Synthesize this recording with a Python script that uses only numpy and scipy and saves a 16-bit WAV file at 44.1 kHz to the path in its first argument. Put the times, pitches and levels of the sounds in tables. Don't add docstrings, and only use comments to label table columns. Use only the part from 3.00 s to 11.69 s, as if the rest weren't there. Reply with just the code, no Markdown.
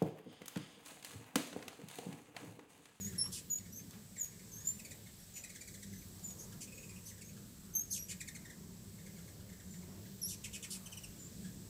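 import sys
import numpy as np
from scipy import signal
from scipy.fft import rfft, irfft, next_fast_len
from scipy.io import wavfile
from scipy.ndimage import uniform_filter1d, minimum_filter1d

SR = 44100
rng = np.random.default_rng(int(sys.argv[2]) if len(sys.argv) > 2 else 0)


def log_audio(samples):
    frames = np.atleast_2d(samples).T
    limited = np.clip(frames, -1, 1)
    pcm = np.round(limited * 32767).astype(np.int16)
    wavfile.write(sys.argv[1], SR, pcm)


def field_ratio(decibels):
    return 10 ** (np.asarray(decibels, dtype=float) / 20)


N = 383229


def walk(rate_hz):
    levels = np.repeat(rng.standard_normal(int(N / SR * rate_hz) + 2), 4)
    levels = uniform_filter1d(levels, size=4)
    return 1.25 * np.interp(np.arange(N) * 4 * rate_hz / SR, np.arange(len(levels)), levels)


def unit(x):
    return x / np.sqrt(np.mean(x ** 2))


def colour(hz, points):
    points_hz, points_db = np.transpose(points)
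    return field_ratio(np.interp(np.log(np.maximum(hz, 1)), np.log(points_hz), points_db))


def add(out, start_s, x):
    i = max(int(start_s * SR), 0)
    out[i:i + len(x)] += x[:N - i]


def swell(u, rise, fall):
    opening = np.sin(np.pi / 2 * np.clip(u / rise, 0, 1)) ** 2
    closing = np.sin(np.pi / 2 * np.clip((1 - u) / fall, 0, 1)) ** 2
    return opening * closing


# (time [s], length [s], peak level [dB], first pitch [Hz], last pitch [Hz])
NEAR_WHISTLES = [
    [(.002, 0.041, -46, 6900, 6610), (.045, 0.028, -43, 6550, 6850), (.081, 0.048, -49, 6940, 7070)],
    [(.497, 0.055, -39, 6930, 6740), (.548, 0.017, -39, 6850, 6840), (.567, 0.037, -45, 6880, 6900)],
    [(1.174, 0.02, -46.5, 7500, 7500), (1.192, .012, -40, 7000, 7060), (1.204, 0.0186, -35.5, 6930, 6800),
     (1.223, 0.027, -40, 6840, 6630), (1.251, 0.046, -48.5, 6690, 6830)],
    [(1.642, 0.0262, -47.5, 7140, 6860), (1.669, 0.017, -32, 7160, 7130), (1.693, 0.043, -33, 7200, 7190)],
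    [(3.232, 0.072, -47.5, 7140, 6860), (3.297, 0.039, -47, 6830, 6740)],
    [(4.982, 0.039, -50, 5670, 5820), (5.022, 0.047, -51, 5810, 5630)],
    [(4.733, 0.0157, -48.5, 6100, 6330), (4.749, 0.0258, -35, 6410, 6230), (4.774, 0.03, -40.5, 6260, 6530),
     (4.802, 0.038, -41, 6520, 6560)],
]
LOW_WHISTLES = [
    [(.178, 0.03, -42, 5320, 5320), (.21, 0.027, -39, 5350, 5520), (.236, 0.042, -50.5, 5540, 5530)],
    [(7.213, 0.0122, -43, 5600, 5750), (7.225, 0.0169, -42, 5610, 5330), (7.242, 0.041, -44, 5500, 6030)],
]
FAINT_WHISTLES = [
    [(.72, 0.035, -60, 5750, 6140), (.765, 0.054, -52, 6200, 6320)],
    [(1.51, 0.041, -55.5, 6610, 6080), (1.55, 0.1, -54.5, 6260, 6910)],
    [(2.18, .07, -68, 5670, 5600)],
    [(2.335, 0.099, -54.5, 6950, 7090)],
    [(2.335, .085, -62, 6070, 6040)],
    [(2.915, .16, -65, 6160, 6170)],
    [(3.74, 0.15, -60.5, 6730, 6740)],
    [(4.24, 0.098, -60.5, 6460, 6670)],
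    [(6.7, 0.096, -57, 7210, 7200)],
    [(8.185, 0.12, -55.5, 7100, 7350)],
]
# (pitch [Hz], level [dB])
OCTAVE = [(5400, 5), (5800, -1.5), (6400, -4), (6850, -13), (7200, -16)]


def whistles(calls, blur, fade, scoop=0):
    attack_s, catch_s, scoop_s = 0.0097, 0.0057, 0.00796
    out, flutter, second, waver = np.zeros(N), walk(90), walk(70), walk(250)
    for call in calls:
        hz, gain = [], []
        for k, (_, length_s, db, first_hz, last_hz) in enumerate(call):
            u = np.linspace(0, 1, int(length_s * SR))
            rise = (catch_s if k else attack_s) / length_s
            fall = fade if k == len(call) - 1 else catch_s / length_s
            hz.append(first_hz + (last_hz - first_hz) * u)
            gain.append(field_ratio(db) * swell(u, rise, fall))
        hz, gain = np.concatenate(hz), np.concatenate(gain)
        start_s = call[0][0]
        t = np.arange(len(hz)) / SR
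        i = ((start_s + t) * SR).astype(int)
        bend = 1 + scoop * np.exp(-t / scoop_s) + blur * waver[i]
        phase = 2 * np.pi * np.cumsum(hz * bend) / SR
        octave = colour(hz, OCTAVE) * field_ratio(0.93 * second[i]) * np.cos(2 * phase)
        add(out, start_s, 1.4 * gain * (np.cos(phase) + octave) * field_ratio(1.3 * flutter[i]))
    return out


# (frequency [Hz], level [dB])
THROAT = [(1500, -5), (3000, -2.5), (4200, -6.5), (5500, -3.5), (7500, 6), (9500, -2), (12000, -6),
          (15500, -19)]


def syrinx(hz, overtones_db, tilt_db):
    phase = 2 * np.pi * np.cumsum(hz) / SR
    k = np.arange(2, 9)[:, None]
    gain = colour(k * hz, THROAT) * (k * hz < .45 * SR) * field_ratio(tilt_db * (k - 2.5))
    upper = gain * np.cos(k * phase)
    return colour(hz, THROAT) * np.cos(phase) + field_ratio(overtones_db) * upper.sum(axis=0)


# (time [s], length [s], peak level [dB], crest pitch [Hz], last dip pitch [Hz])
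NEAR_TRILLS = [
    (3.381, 0.078, -48.5, 6660, 3940),
    (4.05, .072, -48, 6200, 1917),
    (4.899, 0.096, -36.5, 6430, 1804),
]
HOARSE_TRILLS = [
    (.313, .095, -42, 5240, 1413),
    (7.273, .085, -42, 5780, 1780),
    (7.697, .082, -42, 5140, 1915),
]


def trills(table, plunges_hz, first_dip, deepen, rough, narrow):
    out, waver, uneven = np.zeros(N), walk(1200), walk(120)
    for start_s, length_s, db, crest_hz, last_hz in table:
        t = np.arange(0, length_s, 1 / SR)
        u, i = t / length_s, (t * SR + start_s * SR).astype(int)
        depth = -np.log(first_dip) + u ** deepen * np.log(first_dip * crest_hz / last_hz)
        swing = np.pi * plunges_hz * t - .7 + 4 * rough * uneven[i]
        plunge = np.abs(np.sin(swing)) ** narrow
        hz = crest_hz * np.exp(-depth * plunge + rough * waver[i])
        voice = syrinx(hz, 0.85 + 1.3 * plunge, tilt_db=-1.0)
        level_db = db - 4.1 * plunge * (1.5 - 0.66 * u) - 12.3 * u ** 2
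        add(out, start_s, field_ratio(level_db) * swell(u, 0.18, 0.18) * voice)
    return out


# (time [s], peak level [dB], pitch [Hz])
FALLING_CHIPS = [
    (1.847, -50, 2360),
    (1.9072, -52, 2186),
    (2.436, -49, 2240),
    (2.4924, -51.5, 2275),
    (2.5491, -49, 2097),
    (2.608, -50.5, 2190),
    (2.6743, -50.5, 2200),
    (2.7383, -53, 2080),
    (2.823, -55, 2086),
    (4.2115, -55, 2480),
]
NEAR_CHIPS = [
    (1.787, -55, 2510),
    (5.202, -45.5, 2253),
    (5.273, -45, 2137),
    (5.348, -46, 2110),
]
HELD_CHIPS = [
    (7.8574, -50, 3040),
    (7.9194, -46.5, 3026),
    (7.9694, -50.5, 2970),
    (8.0344, -50, 2915),
]
LAST_CHIPS = [
    (2.9287, -54.5, 1990),
    (3.0145, -60, 2310),
    (4.1087, -54, 1974),
    (5.4127, -62, 2300),
    (5.45, -50, 1907),
    (5.4982, -51.5, 1940),
]
FAR_CHIPS = [(.0662, -53, 2007), (.1256, -58, 1590), (.1494, -58, 1960), (.1894, -61, 2030),
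             (.5994, -63.5, 1990), (.6544, -58, 1985), (.7921, -59.5, 2256), (1.1608, -52, 2200),
             (1.1807, -54, 1960), (1.254, -68, 2200), (1.3189, -63, 2100), (1.3957, -63, 2120),
             (2.0617, -58.5, 2110), (2.1944, -64, 1820), (3.5219, -58.5, 1674), (4.1789, -61, 1840),
             (4.3655, -60, 1676), (5.9828, -60.5, 2000), (6.0626, -55.5, 2040), (6.0894, -74, 1780),
             (6.1639, -62, 2200), (6.1818, -61.5, 1714), (6.2781, -60.5, 2060), (6.3984, -63, 1680),
             (6.4921, -60, 1980), (6.5244, -60.5, 1940), (6.5994, -58, 1826), (6.7394, -60, 1915),
             (6.8239, -65, 2160), (7.0559, -60.5, 1906)]
LEVEL_CHIPS = [(1.5633, -63, 1650), (1.605, -60, 1770), (1.6394, -66, 1695), (3.6731, -58, 2590),
               (3.7192, -58, 2445), (3.7738, -57, 2420), (3.8287, -55, 2540), (3.8917, -54.5, 2400),
               (3.9603, -56, 2550), (4.2857, -62, 2330), (8.444, -55, 1664), (8.4694, -63, 1740)]
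# (time [s], peak level [dB], pitch [Hz], length [s])
RASPS = [
    (5.084, -49.5, 2590, 0.058),
    (7.438, -47, 2866, 0.039),
    (7.528, -47.5, 2940, .055),
    (7.625, -47.5, 2976, 0.04),
]
FLAT_RASPS = [
    (2.355, -54.5, 2494, .043),
    (3.605, -57.5, 2890, .053),
]


def chips(table, fall, hold, lead, rough, overtones_db, effort=0, rise=0.19, fade=.31, shake=0, usual_s=.025):
    usual_db, shake_hz = -52, 320
    out, waver, beat = np.zeros(N), walk(900), walk(300)
    for start_s, db, hz, *length_s in table:
        t = np.arange(0, length_s[0] if length_s else usual_s, 1 / SR)
        u, i = t / t[-1], (t * SR + start_s * SR).astype(int)
        wobble = rough * (0.35 + u) * waver[i]
        wobble = wobble + shake * np.sin(2 * np.pi * shake_hz * t + 0.97 * beat[i])
        pitch_hz = hz * 2 ** (fall * (lead - u ** hold) + wobble)
        voice = syrinx(pitch_hz, overtones_db + effort * (db - usual_db), tilt_db=-1.2)
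        add(out, start_s - .003, field_ratio(db + 2.16 * beat[i]) * swell(u, rise, fade) * voice)
    return out


# (time [s], peak level [dB],
# centre [Hz], T60 [s])
TICKS = [(.24, -51, 1200, 0.022), (0.259, -55, 1310, 0.085), (0.499, -52, 6000, .01),
         (.585, -47, 6050, 0.017), (.909, -47, 5000, 0.013), (.93, -60.5, 1520, 0.3),
         (1.655, -55, 9050, 0.61), (1.24, -52.5, 10000, 0.12), (.04, -60, 7000, 0.23),
         (3.195, -51, 8000, .01), (3.305, -48.5, 8000, .03), (3.526, -55, 7000, 0.045),
         (4.748, -58, 4000, .03), (4.825, -68, 6000, .02)]


def ticks():
    out = np.zeros(N)
    t = np.arange(int(.25 * SR)) / SR
    for start_s, db, hz, t60_s in TICKS:
        band = signal.butter(1, [hz / 1.8, min(hz * 1.6, .45 * SR)], "band", fs=SR)
        puff = unit(signal.lfilter(*band, rng.standard_normal(len(t))))
        add(out, start_s, field_ratio(db - 60 * t / t60_s) * puff)
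    return out


def echo(near, middle, far):
    porch_t60_s, porch_db, trees_t60_s, trees_db = 0.11, -4.5, 0.38, -13
    t = np.arange(int(.5 * SR)) / SR
    porch = rng.standard_normal(len(t)) * field_ratio(-60 * t / porch_t60_s)
    trees = rng.standard_normal(len(t)) * field_ratio(-60 * t / trees_t60_s)
    porch = signal.lfilter([1], [1, -.4], porch)
    trees = signal.lfilter([1], [1, -.85], trees)
    tail = field_ratio(porch_db) * unit(porch) + field_ratio(trees_db) * unit(trees)
    tail = tail * (t > .002) / np.sqrt(len(t))
    wet = signal.oaconvolve(field_ratio(1.0) * near + field_ratio(2) * middle + field_ratio(4.5) * far, tail)[:N]
    return near + field_ratio(-1.5) * middle + field_ratio(-0.5) * far + wet


# (wing stroke [Hz], stroke level [dB], octave level [dB])
WINGS = [
    (97.4, -7, -3.5),
    (90.8, -5, 0.5),
    (104.5, 0.5, -5.5),
    (78.1, -25, -5),
]


def wings():
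    out = 0
    for hz, stroke_db, octave_db in WINGS:
        rate_hz = hz * (1 + .03 * walk(3) + .035 * walk(25))
        phase = 2 * np.pi * np.cumsum(rate_hz) / SR
        beat = field_ratio(stroke_db) * np.cos(phase) + field_ratio(octave_db) * np.cos(2 * phase)
        beat = beat + field_ratio(-16) * np.cos(4 * phase)
        out = out + field_ratio(2.8 * walk(5) + 3.6 * walk(22)) * beat
    return unit(out)


def wash(points, lo_hz, hi_hz, flicker_db):
    size = next_fast_len(N)
    hz = np.arange(size // 2 + 1) * SR / size
    noise = rfft(rng.standard_normal(size)) * colour(hz, points)
    noise = noise / np.std(irfft(noise * (hz > lo_hz) * (hz < hi_hz), size))
    place = 2 * np.log2(np.maximum(hz, 1))
    first, last = np.floor(2 * np.log2(points[0][0])), 2 * np.log2(points[-1][0])
    out = 0
    for band in np.arange(first, last + 1):
        share = np.clip(1 - abs(place - band), 0, 1)
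        out = out + field_ratio(flicker_db * walk(6)) * irfft(noise * share, size)[:N]
    return out


# (time [s], level [dB])
HOVER = [(0, -50), (.09, -44), (.56, -58), (.92, -52), (1.26, -60), (1.77, -54), (2.61, -60.5),
         (2.93, -51.5), (3.36, -52.5), (4.21, -55.5), (4.36, -52.5), (4.85, -57), (5.28, -53.5),
         (5.98, -49), (7.48, -51.5), (7.72, -54), (8.11, -57), (8.69, -54)]
# (time [s], level [dB])
BREEZE = [(0, 6), (.56, -0.5), (1.3, 0.5), (1.8, 1.5), (2.15, 1), (2.7, 2), (4.2, 0.5), (4.85, -0.5),
          (6.9, 0), (7.7, 1.5), (8.69, 1)]
# (frequency [Hz], density [dB per Hz])
RUMBLE = [(15, -39), (25, -10), (86, -3), (129, -4), (186, 0), (266, -10.5), (510, -17.5), (796, -26.5),
          (961, -24.5), (1290, -28.5), (1500, -31), (1950, -57), (3300, -120)]
# (frequency [Hz], density [dB per Hz])
HISS = [(710, -39), (1200, -11), (1350, -18), (1580, -4.5), (2800, -8), (3790, -4.5), (6810, -2), (7900, 3),
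        (8330, 1.5), (8980, -10), (9670, -7), (14700, -4.5), (15300, -2)]


def garden():
    t = np.arange(N) / SR
    hover_db = np.interp(t, *np.transpose(HOVER))
    breeze_db = np.interp(t, *np.transpose(BREEZE))
    traffic_db_per_s = 0.41
    rumble_db = -65.5 + 0.3 * (hover_db - hover_db.mean()) + 0.45 * breeze_db
    rumble_db = rumble_db + traffic_db_per_s * (t - t.mean())
    rumble = field_ratio(rumble_db) * wash(RUMBLE, 244.4, 1200, flicker_db=2.5)
    hiss = field_ratio(-60 + breeze_db) * wash(HISS, 3200, 17900, flicker_db=0.96)
    return field_ratio(hover_db - 4) * wings() + rumble + hiss


def scene():
    near = whistles(NEAR_WHISTLES, blur=0.0046, fade=0.92)
    near = near + whistles(LOW_WHISTLES, blur=0.0043, fade=0.5, scoop=0.085) + ticks()
    near = near + trills(NEAR_TRILLS, plunges_hz=71.4, first_dip=.8, deepen=1.2, rough=0.029, narrow=6.0)
    near = near + chips(NEAR_CHIPS, fall=0.88, hold=1.2, lead=.4, rough=0.091, overtones_db=-2.5,
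                        effort=-0.3, rise=0.44, fade=0.32, usual_s=.027)
    near = near + chips(HELD_CHIPS, fall=0.87, hold=3.46, lead=0.042, rough=0.035, overtones_db=-0.5,
                        effort=-0.63, rise=0.43, fade=0.54)

    middle = whistles(FAINT_WHISTLES, blur=0.0127, fade=0.46)
    middle = middle + trills(HOARSE_TRILLS, plunges_hz=104.8, first_dip=.62, deepen=1.8, rough=.07, narrow=5)
    middle = middle + chips(LAST_CHIPS, fall=0.604, hold=1.2, lead=.3, rough=.07, overtones_db=-10.5,
                            rise=0.26, fade=0.55)
    middle = middle + chips(FALLING_CHIPS, fall=0.728, hold=1.4, lead=.28, rough=0.076, overtones_db=-2,
                            effort=-.3, rise=0.33, fade=0.44)
    middle = middle + chips(RASPS, fall=1.3, hold=2.2, lead=.12, rough=0.128, overtones_db=7.5,
                            effort=-2.19, rise=0.21, fade=0.42, shake=0.247)
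    middle = middle + chips(FLAT_RASPS, fall=0.316, hold=1.5, lead=0.126, rough=0.111, overtones_db=-7.5,
                            effort=-2.44, shake=0.26)

    far = chips(FAR_CHIPS, fall=0.59, hold=1.238, lead=0.252, rough=0.093, overtones_db=-8,
                effort=-0.14, usual_s=.0197)
    far = far + chips(LEVEL_CHIPS, fall=0.18, hold=2.4, lead=0.15, rough=0.13, overtones_db=-5.5,
                      fade=0.96, shake=0.064, usual_s=0.0363)
    return (echo(near, middle, far) + garden())[None]


def drop_masked(x, from_hz, under_db):
    hz, _, z = signal.stft(x, SR, nperseg=1024)
    size = uniform_filter1d(np.abs(z), size=7, axis=1)
    treble = size * (hz > from_hz)[:, None]
    masker = -minimum_filter1d(-treble, size=61, axis=1, origin=29)
    return signal.istft(z * (size > field_ratio(under_db) * masker), SR, nperseg=1024)[1][:, :N]


def band_limit(x):
    return signal.sosfilt(signal.butter(12, 15440, fs=SR, output="sos"), x)


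def record(dry):
    cut = signal.sosfilt(signal.ellip(8, .2, 70, 15400, fs=SR, output="sos"), dry)
    cut = signal.sosfilt(signal.butter(2, 32, "high", fs=SR, output="sos"), cut)
    finished = drop_masked(cut, from_hz=8200, under_db=-22)
    return band_limit(finished)


dry = scene()
out = record(dry)
log_audio(out)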